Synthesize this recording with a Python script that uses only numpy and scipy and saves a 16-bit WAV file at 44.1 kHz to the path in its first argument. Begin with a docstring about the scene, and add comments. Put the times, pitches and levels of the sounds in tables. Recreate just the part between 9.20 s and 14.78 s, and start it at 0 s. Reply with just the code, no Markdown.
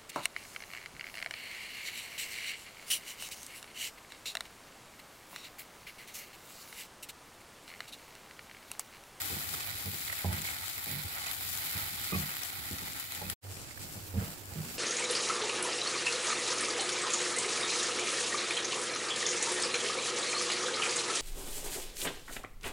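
"""Kitchen, close over a deep pan on a gas ring: thick spice paste fries in oil while a spatula stirs it.
Two unlike microphone ports hear steam bubbles as dense filtered clicks, spits as short bright noise,
fat bubbles and bits of scrape as rough rising blips, mid-sized bubbles as brief rings of the bowl. The
blade drags as lumpy low noise and bumps the pan into a bank of decaying modes. After a short silent cut
the paste is drier, the sizzle softer and the microphones sit elsewhere."""
import sys
import numpy as np
from scipy import signal
from scipy.fft import rfft, irfft
from scipy.io import wavfile

SR = 44100
rng = np.random.default_rng(int(sys.argv[2]) if len(sys.argv) > 2 else 0)


def digitize_waveform(pressure):
    """Quantize a signal to 16-bit integers and store it at the path in sys.argv[1].

    Rows of a 2-D input are taken as channels; values are limited to [-1, 1].
    """
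    field = np.atleast_2d(pressure).T
    bounded = np.clip(field, -1, 1)
    quanta = np.round(bounded * 32767).astype(np.int16)
    wavfile.write(sys.argv[1], SR, quanta)


def invert_db(level):
    """Linear amplitude ratio for a level in decibels (20 dB per decade), elementwise."""
    return 10 ** (np.asarray(level, dtype=float) / 20)


N = 246078
CUT_S = 4.18
PORT_LAG_S = 0.0003   # right port after left


def rms_one(x):
    """Scale to unit power."""
    return x / np.sqrt(np.mean(x ** 2) + 1e-20)


def in_time(rows):
    """Columns of a table as curves over all samples."""
    s, *columns = np.transpose(rows)
    return [np.interp(np.arange(N) / SR, s, c) for c in columns]


def drift(rate_per_s):
    """Slow chance with spread 1: twice-smoothed noise made at 1/40 of the sample rate."""
    r = np.exp(-80 * np.pi * rate_per_s / SR)
    noise = rng.standard_normal(N // 40 + 2002)
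    slow = rms_one(signal.lfilter([1], [1, -2 * r, r * r], noise)[2000:])
    return np.interp(np.arange(N) / 40, np.arange(len(slow)), slow)


def colour(x, points, size=4096):
    """Causal (minimum phase) filter with the given spectrum."""
    hz, level_db = np.transpose(points)
    grid_hz = np.maximum(np.arange(size // 2 + 1), 0.1) * SR / size
    log_gain = np.log(invert_db(np.interp(np.log(grid_hz), np.log(hz), level_db)))
    cepstrum = irfft(log_gain)
    cepstrum[1:size // 2] *= 2
    cepstrum[size // 2 + 1:] = 0
    impulse = irfft(np.exp(rfft(cepstrum)))
    return signal.oaconvolve(x, impulse)[:N]


def band(x, low_hz, high_hz):
    """Fourth-order band-pass."""
    return signal.sosfilt(signal.butter(4, [low_hz, high_hz], "band", fs=SR, output="sos"), x)


def one_side(x, edge_hz, side):
    """Second-order low-pass or high-pass."""
    return signal.sosfilt(signal.butter(2, edge_hz, side, fs=SR, output="sos"), x)


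def lean(left_over_right_db):
    """Gains of the two ports for a level difference."""
    return invert_db(left_over_right_db * np.array([[0.5], [-0.5]]))


def delayed(x, lag_s):
    """Later by lag_s, same length."""
    return np.r_[np.zeros(round(lag_s * SR)), x][:N]


def add_event(out, start_s, pair):
    """Add a two-port event, the right port late by the lag."""
    i, lag, size = round(start_s * SR), round(PORT_LAG_S * SR), pair.shape[1]
    out[0, i:i + size] += pair[0]
    out[1, i + lag:i + lag + size] += pair[1]


# spectrum of the kitchen air: pitch_hz, level_db_per_hz (relative)
AIR_SPECTRUM = [(20, -28.5), (45, -5), (90, 2.5), (200, -14), (500, -15), (1000, -15.5), (2000, -35)]


def kitchen_air():
    """A dull steady murmur of flame and room: shaped noise, unrelated at the two ports."""
    level_db = -60.5
    return invert_db(level_db) * np.array([rms_one(colour(n, AIR_SPECTRUM)) for n in rng.standard_normal((2, N))])


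# blade dragging, before and after the cut: time_s, level_db, scrape_gain_db (above 250 Hz)
BLADE_DRAG = [
    [(0.0, -56.5, 0), (0.3, -51.5, -4), (0.45, -56, -1), (0.8, -55.5, -1), (1.07, -64, 2), (1.24, -53, 0),
     (1.42, -58.5, -7), (1.6, -58.5, 0), (1.9, -58.5, -2), (2.15, -56, -1), (2.45, -55.5, -8),
     (2.74, -57, -6), (3.15, -57, 2.5), (3.4, -57, -3), (3.65, -50.5, -14), (3.87, -60.5, -8),
     (4.12, -52.5, -7)],
    [(4.26, -65, 9), (4.4, -56, -1), (4.55, -59, 2), (4.722, -53.5, -5), (4.9, -55, 1), (5.076, -56.5, 2),
     (5.25, -58, 1.5), (5.4, -57, 4), (5.58, -59, 5)],
]
# spectrum of the drag: pitch_hz, level_db_per_hz (relative)
DRAG_SPECTRUM = [(25, -58), (45, -8.5), (72, -2.5), (86, -4.5), (99, 5.5), (113, -8.5), (128, -6),
                 (150, -4), (200, -15), (280, -9), (450, -14.5), (600, -24.5), (900, -25.5)]


def blade_drag():
    """The blade shakes the pan in uneven lumps and scrapes unevenly too; partly unlike at the ports."""
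    lump_db, lump_per_s = 2.2, 19.0
    scrape_lump_db, scrape_lump_per_s = 2.4, 10.3
    unlike_db = -4   # each port's own noise over the shared noise
    level_db, scrape_db = in_time(np.vstack(BLADE_DRAG))
    shared, left, right = (rms_one(colour(n, DRAG_SPECTRUM)) for n in rng.standard_normal((3, N)))
    shake = shared + invert_db(unlike_db) * np.array([left, right])
    scrape = one_side(shake, 250, "high")
    level = invert_db(level_db + lump_db * drift(lump_per_s))
    scrape_gain = invert_db(scrape_db + scrape_lump_db * drift(scrape_lump_per_s))
    return level * (shake + (scrape_gain - 1) * scrape)


# blade bumps: start_s, boom_db, second_modes_db, upper_modes_db, press_ms (8 ms at least)
BLADE_BUMPS = [(0.101, -50, -44, -42, 20), (0.117, -34.5, -37, -43, 33), (0.161, -48, -35, -44.5, 19),
               (0.53, -39, -59, -66, 31), (0.655, -32.5, -32.5, -44, 41), (0.729, -38, -40.5, -49, 25),
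               (1.042, -23, -26, -41.5, 61), (1.045, -60, -35, -27.5, 7), (1.084, -60, -41, -43, 20),
               (1.108, -60, -47, -34.5, 10), (1.118, -29, -31.5, -42, 34), (1.165, -42, -31.5, -49, 34),
               (1.2, -51, -40, -53, 28), (1.31, -42, -70, -63, 16), (1.419, -43, -73, -72, 43),
               (1.658, -43, -40.5, -48.5, 103), (1.711, -45, -32, -55, 49), (1.751, -48, -31, -55, 32),
               (1.843, -31.5, -41.5, -49, 23), (2.55, -33, -35.5, -58, 24), (2.612, -40, -47, -70, 21),
               (2.659, -42, -50, -62, 18), (2.722, -45.5, -41.5, -63, 40), (2.921, -39, -23, -34.5, 34),
               (2.935, -60, -50, -50, 18), (2.946, -27.5, -25, -47, 34), (2.961, -60, -50, -36, 6.9),
               (2.979, -35, -29.5, -45.5, 38), (3.031, -41, -32.5, -53, 22), (3.08, -46, -42, -58, 20),
               (3.33, -48, -53, -64, 11), (3.51, -32.5, -32.5, -41, 33), (3.62, -51, -36.5, -45, 20),
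               (3.674, -59, -52, -44, 9.3), (3.923, -45, -57, -53, 160), (4.013, -42, -35, -34.5, 7.9),
               (4.022, -60, -45, -38, 7), (4.034, -55, -36, -51, 74), (4.228, -37.5, -80, -54.5, 98),
               (4.334, -45, -46.5, -69, 50), (4.603, -43, -41, -56, 100), (4.662, -40, -51, -58, 29),
               (4.756, -37, -36.5, -44, 30), (4.804, -38, -50, -64, 39), (4.865, -40, -60, -60, 86),
               (4.938, -28, -26.5, -41.5, 25), (4.966, -21, -22, -46, 28), (5.011, -30, -31, -45, 29),
               (5.064, -50, -36, -58, 43), (5.19, -44.5, -60, -66, 140), (5.314, -37, -45, -46.5, 20),
               (5.356, -38, -27, -50, 55), (5.394, -53, -32.5, -55, 22), (5.429, -60, -42, -58, 41),
               (5.449, -54, -35.5, -61, 114)]
# bumps where the blade's hard edge meets bare metal: start_s, top_modes_db
HARD_EDGE = [(2.92, -43), (2.935, -40), (2.946, -43)]
# where the blade lands sets which modes answer most: start_s, second_centre_hz, upper_centre_hz
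BLADE_LANDINGS = [(0.117, 162, 280), (0.655, 196, 510), (1.044, 189, 806), (1.084, 190, 780),
                  (1.108, 190, 770), (1.118, 174, 480), (1.166, 163, 350), (1.71, 149, 300),
                  (1.751, 150, 300), (2.92, 192, 382), (2.946, 180, 370), (2.98, 161, 350),
                  (2.963, 170, 815), (3.511, 202, 310), (3.675, 170, 805), (4.014, 191, 770),
                  (4.023, 189, 700), (4.034, 191, 550), (4.755, 191, 456), (4.938, 208, 550),
                  (4.965, 191, 480), (5.011, 190, 480), (5.065, 190, 300), (5.356, 150, 300),
                  (5.395, 150, 300), (5.43, 160, 300), (5.45, 240, 298)]
# modes of the pan on its trivet: pitch_hz, level_db (in its family), t60_s
PAN_MODES = [(91.4, -4, 0.051), (151.8, -6.5, 0.29), (191, -9, 0.18), (236.8, -14, 0.11), (265.3, -6, 0.21),
             (316, -11, 0.041), (356.7, -7, 0.077), (456, -10, 0.11), (527.7, -10.5, 0.29),
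             (633, -13.5, 0.089), (742, -10.5, 0.1), (831, -8, 0.025), (950, -12, 0.025), (1135, -3, 0.07),
             (1237, -9, 0.05), (2130, 3, .05), (2480, 0, .025)]
# borders between boom, second, upper and top modes: pitch_hz
FAMILY_BORDERS = [120, 247, 1050]
# motion of each family: swell_share_of_press, droop_over_press_db, chatter_db
FAMILY_MOTION = [(0.9, -0.5, 0.3), (0.6, -8.5, -1.4), (0.22, -7, 3.5), (0.15, -7.5, 6)]


def blade_bumps(size=9000, slip_count=31):
    """Modes swell while the blade presses, then die in the paste; upper modes answer sooner and chatter."""
    landing_gain_db, landing_db_per_octave = 3.5, (0, 19.5, 9)   # slopes: boom, second, upper
    slip_s, strength_share = 0.0078, 0.5   # strength: one chance draw per mode and bump
    detune_share, dry_boom_rise_share = 0.023, 0.059   # less paste weighs on the pan after the cut
    droop_curve, port_phase_rad = 0.82, 1.03
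    t = np.arange(size) / SR
    slip_times = np.arange(slip_count) * slip_s
    out = np.zeros((2, N + size))
    draws = rng.standard_normal((len(BLADE_BUMPS), len(PAN_MODES), 4 + slip_count))
    for (start_s, *family_db, press_ms), draw in zip(BLADE_BUMPS, draws):
        family_db += [db for at, db in HARD_EDGE if abs(at - start_s) < 0.004]
        centres = [(None, *hz, None) for at, *hz in BLADE_LANDINGS if abs(at - start_s) < 0.006]
        press_s = max(press_ms, 8) / 1000
        released_s = np.maximum(t - press_s, 0)
        pressed_share = np.minimum(t / press_s, 1)
        i = round(start_s * SR)
        for (hz, level_db, t60_s), (phase, detune, strength, apart, *slips) in zip(PAN_MODES, draw):
            family = np.searchsorted(FAMILY_BORDERS, hz)
            if family == len(family_db):   # no hard edge: top modes stay silent
                break
            swell_share, droop_db, chatter_db = FAMILY_MOTION[family]
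            if centres and centres[0][family]:
                octaves = abs(np.log2(hz / centres[0][family]))
                level_db = level_db + landing_gain_db - landing_db_per_octave[family] * octaves
            swell_s = max(swell_share, 0.02) * press_s
            shape = np.sin(np.pi / 2 * np.minimum(t / swell_s, 1)) ** 0.44
            shape *= invert_db(droop_db * pressed_share ** droop_curve - 60 * released_s / t60_s)
            shape *= invert_db(chatter_db * (strength_share * strength + np.interp(t, slip_times, slips)))
            dry_boom = family == 0 and start_s > CUT_S
            pitch_hz = hz * (1 + detune_share * detune + dry_boom_rise_share * dry_boom)
            port_phase = port_phase_rad * (family > 1) * apart * np.array([[0], [1]])
            tone = np.sin(2 * np.pi * pitch_hz * t + 4 * phase + port_phase)
            out[:, i:i + size] += invert_db(family_db[family] + level_db) * shape * tone
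    return out[:, :N]


# short rough blips near 1-2.5 kHz, fat bubbles and bits of scrape: start_s, level_db, pitch_hz
ROUGH_BLIPS = [(0.3398, -31, 1310), (0.4944, -50, 1190), (0.8225, -36, 2000), (0.8805, -36, 2040),
               (0.898, -30.5, 2000), (0.9263, -29, 1880), (0.9931, -36, 2120), (1.129, -37, 1940),
               (1.181, -33, 2160), (1.251, -29, 2140), (1.274, -31, 2190), (1.286, -29, 2120),
               (1.303, -35, 2140), (1.433, -36, 2000), (1.5795, -33, 2100), (2.1051, -49, 1190),
               (3.677, -41, 2000), (4.3675, -43, 2430), (4.5095, -44, 2020), (4.574, -39.5, 1710),
               (5.01, -42, 1260), (5.022, -46, 2040)]


def rough_blips(size=700):
    """Fat bubbles and bits of scrape: a few milliseconds of tone, rough and slightly rising."""
    pan_db, pan_spread_db = -7, -2.5   # left over right
    attack_s, decay_s, trim_db = 0.00048, 0.006, -3.0
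    t = np.arange(size) / SR
    out = np.zeros((2, N + 2 * size))
    draws = rng.standard_normal((len(ROUGH_BLIPS), size + 1))
    for (start_s, level_db, hz), (side, *noise) in zip(ROUGH_BLIPS, draws):
        tone = np.sin(2 * np.pi * hz * t * (0.96 + 8.4 * t))
        rough = 0.37 * rms_one(band(noise, 0.25 * hz, 1.53 * hz))
        shape = np.minimum(t / attack_s, 1) * np.exp(-(t / decay_s) ** 2)
        blip = invert_db(level_db + trim_db) * (tone + rough) * shape
        add_event(out, start_s, blip * lean(pan_db + pan_spread_db * side))
    return out[:, :N]


# resonances of the pan's bowl: pitch_hz, level_db (relative), t60_s
BOWL_MODES = [(860, -8.5, 0.041), (1130, -5.5, .04), (1296, -7, 0.031), (1480, -8, .025),
              (1790, -2.5, 0.022), (2160, -5, 0.042), (2320, -7, 0.031), (2540, -0.5, 0.041),
              (3000, -1, 0.029), (3660, -1.5, 0.011), (3940, -4, 0.016), (4110, -11, 0.019),
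              (4870, 0, .012)]


def crackle():
    """Mid-sized bubbles burst unevenly; each sets one resonance of the bowl ringing briefly."""
    base_per_s, clump_db, clump_per_s = 600, 4, 25
    spread_db, spread_cap = 4, 2.6
    over_treble_db, pan_db = -10.5, -3
    treble_db, lower_db, _ = in_time(np.vstack(SIZZLE_VIGOUR))
    born = rng.random(N) < base_per_s * invert_db(clump_db * drift(clump_per_s)) / SR
    sizes = invert_db(spread_db * np.minimum(rng.exponential(1, N), spread_cap))
    clicks = born * sizes * rng.choice([-1, 1], N)
    dealt = rng.integers(0, len(BOWL_MODES), N)
    rings = np.zeros(N)
    for k, (hz, level_db, t60_s) in enumerate(BOWL_MODES):
        r, w = invert_db(-60 / (t60_s * SR)), 2 * np.pi * hz / SR
        mine = clicks * (dealt == k) + 1e-18
        rings += invert_db(level_db) * signal.lfilter([0, np.sin(w)], [1, -2 * r * np.cos(w), r * r], mine)
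    level_db = treble_db + lower_db - lower_db.mean() + over_treble_db
    heard = invert_db(level_db) * rms_one(rings)
    return np.array([heard, delayed(heard, PORT_LAG_S)]) * lean(pan_db)


def small_spits(count=90):
    """Spits at evenly random moments; their loudness follows the sizzle's level. Rows as in SET_SPITS."""
    over_treble_db, spread_db, low_hz, high_hz = 3.5, 2.5, 2300, 16000
    pan_db, pan_spread_db = 16.5, 6.4   # left over right
    when, size, pitch = rng.random((count, 3)).T
    treble_db = in_time(np.vstack(SIZZLE_VIGOUR))[0][(when * N).astype(int)]
    level_db = treble_db + over_treble_db + spread_db * (2 * size - 1)
    side_db = pan_db + pan_spread_db * rng.standard_normal(count)
    pitch_hz = low_hz * (high_hz / low_hz) ** pitch
    return np.transpose([when * N / SR, level_db, side_db, pitch_hz])


# single spits at set times, most of them loud: start_s, level_db, left_over_right_db, pitch_hz
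SET_SPITS = [(0.0169, -29.5, 21, 7800), (0.3401, -30, -3, 8900), (0.348, -30, -4, 6000),
             (0.4964, -28, 1, 7000), (0.5831, -31, 2, 11500), (0.6845, -41, 9, 8000),
             (0.9258, -32, 7, 11400), (0.9892, -27, 3, 11700), (1.1273, -30, 15, 9400),
             (1.181, -34, 19, 4030), (1.2174, -29, 7, 7600), (1.2675, -32, 9, 4040), (1.3009, -33, 9, 7340),
             (1.3852, -31.5, 7, 3700), (1.4642, -43, 8, 8000), (1.5788, -29, 3, 12100),
             (1.642, -25.5, 4, 11400), (1.713, -28, 12, 8900), (1.9969, -35, 2, 3400),
             (2.0395, -34, 0, 3600), (2.0625, -31, -3, 2400), (2.1111, -25.5, 4, 3500),
             (2.2238, -28, 8, 11100), (2.3846, -29, 5, 11000), (2.503, -30, 8, 12000),
             (2.843, -29.5, 5, 7300), (3.1193, -35, 7, 11800), (3.1667, -27.5, -1, 3020),
             (3.2171, -33, -6, 3820), (3.3239, -45, 1, 8000), (3.5836, -30, 3, 5490),
             (3.6646, -35, 5, 3970), (3.7983, -26.5, 5, 11800), (3.9205, -27.5, 3, 3500),
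             (3.9487, -30.5, 5, 3180), (4.0986, -20, 5.5, 9500), (5.2548, -40, 9, 7000),
             (5.4036, -38, -1, 7500)]


def spits(size=600):
    """A bursting bubble: a millisecond of bright noise ringing near its pitch, a weaker spatter behind."""
    peak_s, shortest_s, ring_cycles = 0.001, 0.00022, 2.2   # lower spits last longer
    spatter_db, spatter_s, trim_db = -12, 0.005, 5.5
    t = np.arange(size) / SR
    out = np.zeros((2, N + 700))
    rows = np.vstack([SET_SPITS, small_spits()])
    spatter = invert_db(spatter_db) * np.minimum(t / peak_s, 1) * np.exp(-t / spatter_s)
    for (start_s, level_db, pan_db, hz), noise in zip(rows, rng.standard_normal((len(rows), 2, size))):
        decay_s = max(ring_cycles / hz, shortest_s)
        burst = np.exp(-np.abs(t - peak_s) / np.where(t < peak_s, shortest_s, decay_s))
        ringing = band(noise, 0.7 * hz, min(1.3 * hz, 17000))
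        crack = (0.9 * noise + 1.3 * ringing) * (burst + spatter)
        crack = np.array([colour(c, p)[:size] for c, p in zip(crack, (LEFT_WET_COLOUR, RIGHT_WET_COLOUR))])
        crack /= np.abs(crack).max(1, keepdims=True)
        add_event(out, start_s, crack * invert_db(level_db + trim_db) * lean(pan_db))
    return out[:, :N]


def wall_echoes(x, lags, gain):
    """Short echoes off the pan wall smear a click to a millisecond and leave its spectrum flat."""
    for lag in lags:
        taps = np.r_[1, np.zeros(lag - 1), -gain]
        x = signal.lfilter(taps[::-1], taps, x + 1e-18)
    return x


def bursts(spot_count=6):
    """Bubbles burst in clumps all over the pan; each reaches the right port with a lag of its own."""
    base_per_s, clump_db, spread_db, spread_cap = 9000, 1.2, 2.8, 6.0
    lag_spread_s = 0.00014
    dice = rng.random(N)
    at = np.flatnonzero(dice < base_per_s * invert_db(clump_db * (drift(40) + drift(150))) / SR)
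    sizes = invert_db(spread_db * np.minimum(rng.exponential(1, N), spread_cap))[at]
    sizes *= rng.choice([-1, 1], N)[at]
    lag_s = PORT_LAG_S + lag_spread_s * rng.standard_normal(N)[at]
    late = np.clip(at + (SR * lag_s).astype(int), 0, N - 1)
    spot = rng.integers(0, spot_count, N)[at]
    out = np.zeros((2, N))
    for k in range(spot_count):
        here = spot == k
        clicks = np.array([np.bincount(when[here], sizes[here], N) for when in (at, late)])
        out += wall_echoes(clicks, rng.integers(3, 24, 2), gain=0.55)
    return out


# sizzle, wet then dry paste: time_s, treble_db, lower_hiss_db, top_hiss_db (hisses about their mean)
SIZZLE_VIGOUR = [
    [(0.03, -41, -6.5, 1), (0.25, -43.5, -4.5, 1.5), (0.35, -42.5, -4.5, 1), (0.43, -42, -4, -5),
     (0.455, -44, -4.5, 5), (0.49, -42, -3.5, 0), (0.535, -44, -6.5, -2), (0.68, -45, -5.5, 4),
     (0.86, -42, -8.5, -0.5), (0.9, -44.5, -3.5, -1), (0.95, -44, -5, 0), (1.23, -44, -2.5, -0.5),
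     (1.26, -41, -6.5, -2), (1.31, -43, -5.5, -2), (1.41, -44, -4.5, -1.5), (1.74, -43, -7, 3.5),
     (1.83, -45, -6, 0), (1.97, -43.5, -2.5, 2), (2.05, -41.5, -2, -12.5), (2.12, -41.5, -5, 1.5),
     (2.16, -44, -4.5, 2.5), (2.3, -41.5, -8.5, 2), (2.62, -39.5, -4.5, 2), (2.73, -43.5, -5.5, 0.5),
     (2.88, -40.5, -7, 1), (2.99, -41.5, -5, 1.5), (3.13, -42.5, -4, 0.5), (3.2, -45, -5, 1),
     (3.225, -41.5, -1.5, -2), (3.31, -45.5, -6, -2), (3.39, -44.5, -5.5, 1.5), (3.77, -44.5, -4.5, -2.5),
     (3.81, -44, -6, 1), (3.89, -46.5, -5.5, 2), (3.95, -43, -3.5, -2), (4.06, -48, -3.5, 0),
     (4.12, -44.5, -5.5, 2)],
    [(4.27, -55.5, -4.5, -2), (4.312, -52, -6, -4), (4.45, -53, -3, -19), (4.58, -52, -6.5, 2),
     (4.63, -48, -11, -6), (4.68, -51, -6.5, 2), (4.75, -51, -5.5, -1), (4.932, -57, -5, 3),
     (5.0, -49.5, 0, 0), (5.11, -49, -4.5, 2), (5.174, -56, -4, -1), (5.35, -52, -5, 0),
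     (5.41, -50.5, -6, 0), (5.48, -49.5, -4.5, -4), (5.53, -48, -6, 1), (5.57, -48.5, -6.5, -1)],
]
# colour of the sizzle at each port, wet then dry paste: pitch_hz, level_db_per_hz (relative)
LEFT_WET_COLOUR = [(300, -6), (500, -15.5), (750, 1.5), (1000, -6.5), (1300, 4.5), (1800, 1.5),
                   (2300, -0.5), (2750, -2.5), (3100, 1.5), (4500, 1), (6300, -1), (7300, 5), (8200, 2),
                   (9800, 2), (16000, 3.5)]
RIGHT_WET_COLOUR = [(300, -21.5), (830, 2), (1050, -3), (1450, 6), (1700, -1), (1900, 9), (2500, 5.5),
                    (2750, -3), (3100, 1.5), (4000, 5), (5200, 0), (6100, -16), (7300, -30), (8300, -33),
                    (9300, -41), (10200, -3.5), (11400, 5), (13300, -1.5), (16000, 0)]
LEFT_DRY_COLOUR = [(300, 8), (700, 7), (1100, 2.5), (1800, 0.5), (2500, 0.5), (3600, -3.5), (5000, 2.5),
                   (6400, -1), (7200, 4.5), (9400, 2.5), (10500, 1), (16000, -2)]
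RIGHT_DRY_COLOUR = [(300, 2.5), (700, 3.5), (1100, -0.5), (1400, 7), (2500, 4), (3700, 1.5), (4800, 4.5),
                    (6300, -2), (7400, 5), (9000, -2.5), (10700, -5.5), (13300, -0.5), (16000, 0)]


def sizzle():
    """The bursts take the colour of each port; the lower hiss swells and sinks slowly by chance."""
    flicker_db, flicker_per_s = 0.34, 8.1
    swell_db, swell_per_s = 1.5, 13
    wander_db, wander_per_s = 2, 9.4   # between the ports
    treble_db, lower_db, top_db = in_time(np.vstack(SIZZLE_VIGOUR))
    treble_db = treble_db + flicker_db * drift(flicker_per_s)
    lower_db = lower_db + swell_db * drift(swell_per_s)
    level = invert_db(treble_db) * lean(wander_db * drift(wander_per_s))
    wet = np.arange(N) < CUT_S * SR
    parts = ((wet, (LEFT_WET_COLOUR, RIGHT_WET_COLOUR)), (~wet, (LEFT_DRY_COLOUR, RIGHT_DRY_COLOUR)))
    clicks, out = bursts(), np.zeros((2, N))
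    for part, colours in parts:
        heard = np.array([colour(c, points) for c, points in zip(clicks, colours)])
        heard /= np.std(band(heard.mean(0), 3000, 15500)[part])
        lower = one_side(heard, 3000, "low")
        top = one_side(heard, 9000, "high")
        lower_gain = invert_db(lower_db - lower_db[part].mean())
        top_gain = invert_db(top_db - top_db[part].mean())
        out += part * level * (heard + (lower_gain - 1) * lower + (top_gain - 1) * top)
    return out


def scene():
    """Low sounds are stronger at the right port; the bumps also reach it a little later."""
    boom_right_db, bass_right_db = 3.5, 10.5   # right over left
    knocks = blade_bumps()
    knocks[1] = delayed(knocks[1], PORT_LAG_S / 2)
    bass = blade_drag() + kitchen_air()
    low = knocks * lean(-boom_right_db) + bass * lean(-bass_right_db)
    return sizzle() + crackle() + spits() + rough_blips() + low


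def band_limit(x):
    """A steep low-pass at the top of the band."""
    return signal.sosfilt(signal.butter(12, 17030, fs=SR, output="sos"), x)


def record(dry):
    """A quick fade to silence and back at the cut, then a steep top edge."""
    fade_out_s, fade_out_length_s = 4.132, 0.018
    fade_in_s, fade_in_length_s = 4.207, 0.037
    fade_power, top_hz = 3.0, 15720
    t = np.arange(N) / SR
    leaving = 1 - (t - fade_out_s) / fade_out_length_s
    returning = (t - fade_in_s) / fade_in_length_s
    faded = dry * np.clip(np.maximum(leaving, returning), 0, 1) ** fade_power
    top_edge = signal.ellip(10, 0.5, 60, top_hz, fs=SR, output="sos")
    mix = signal.sosfilt(top_edge, faded)
    return band_limit(mix)


dry = scene()
out = record(dry)
digitize_waveform(out)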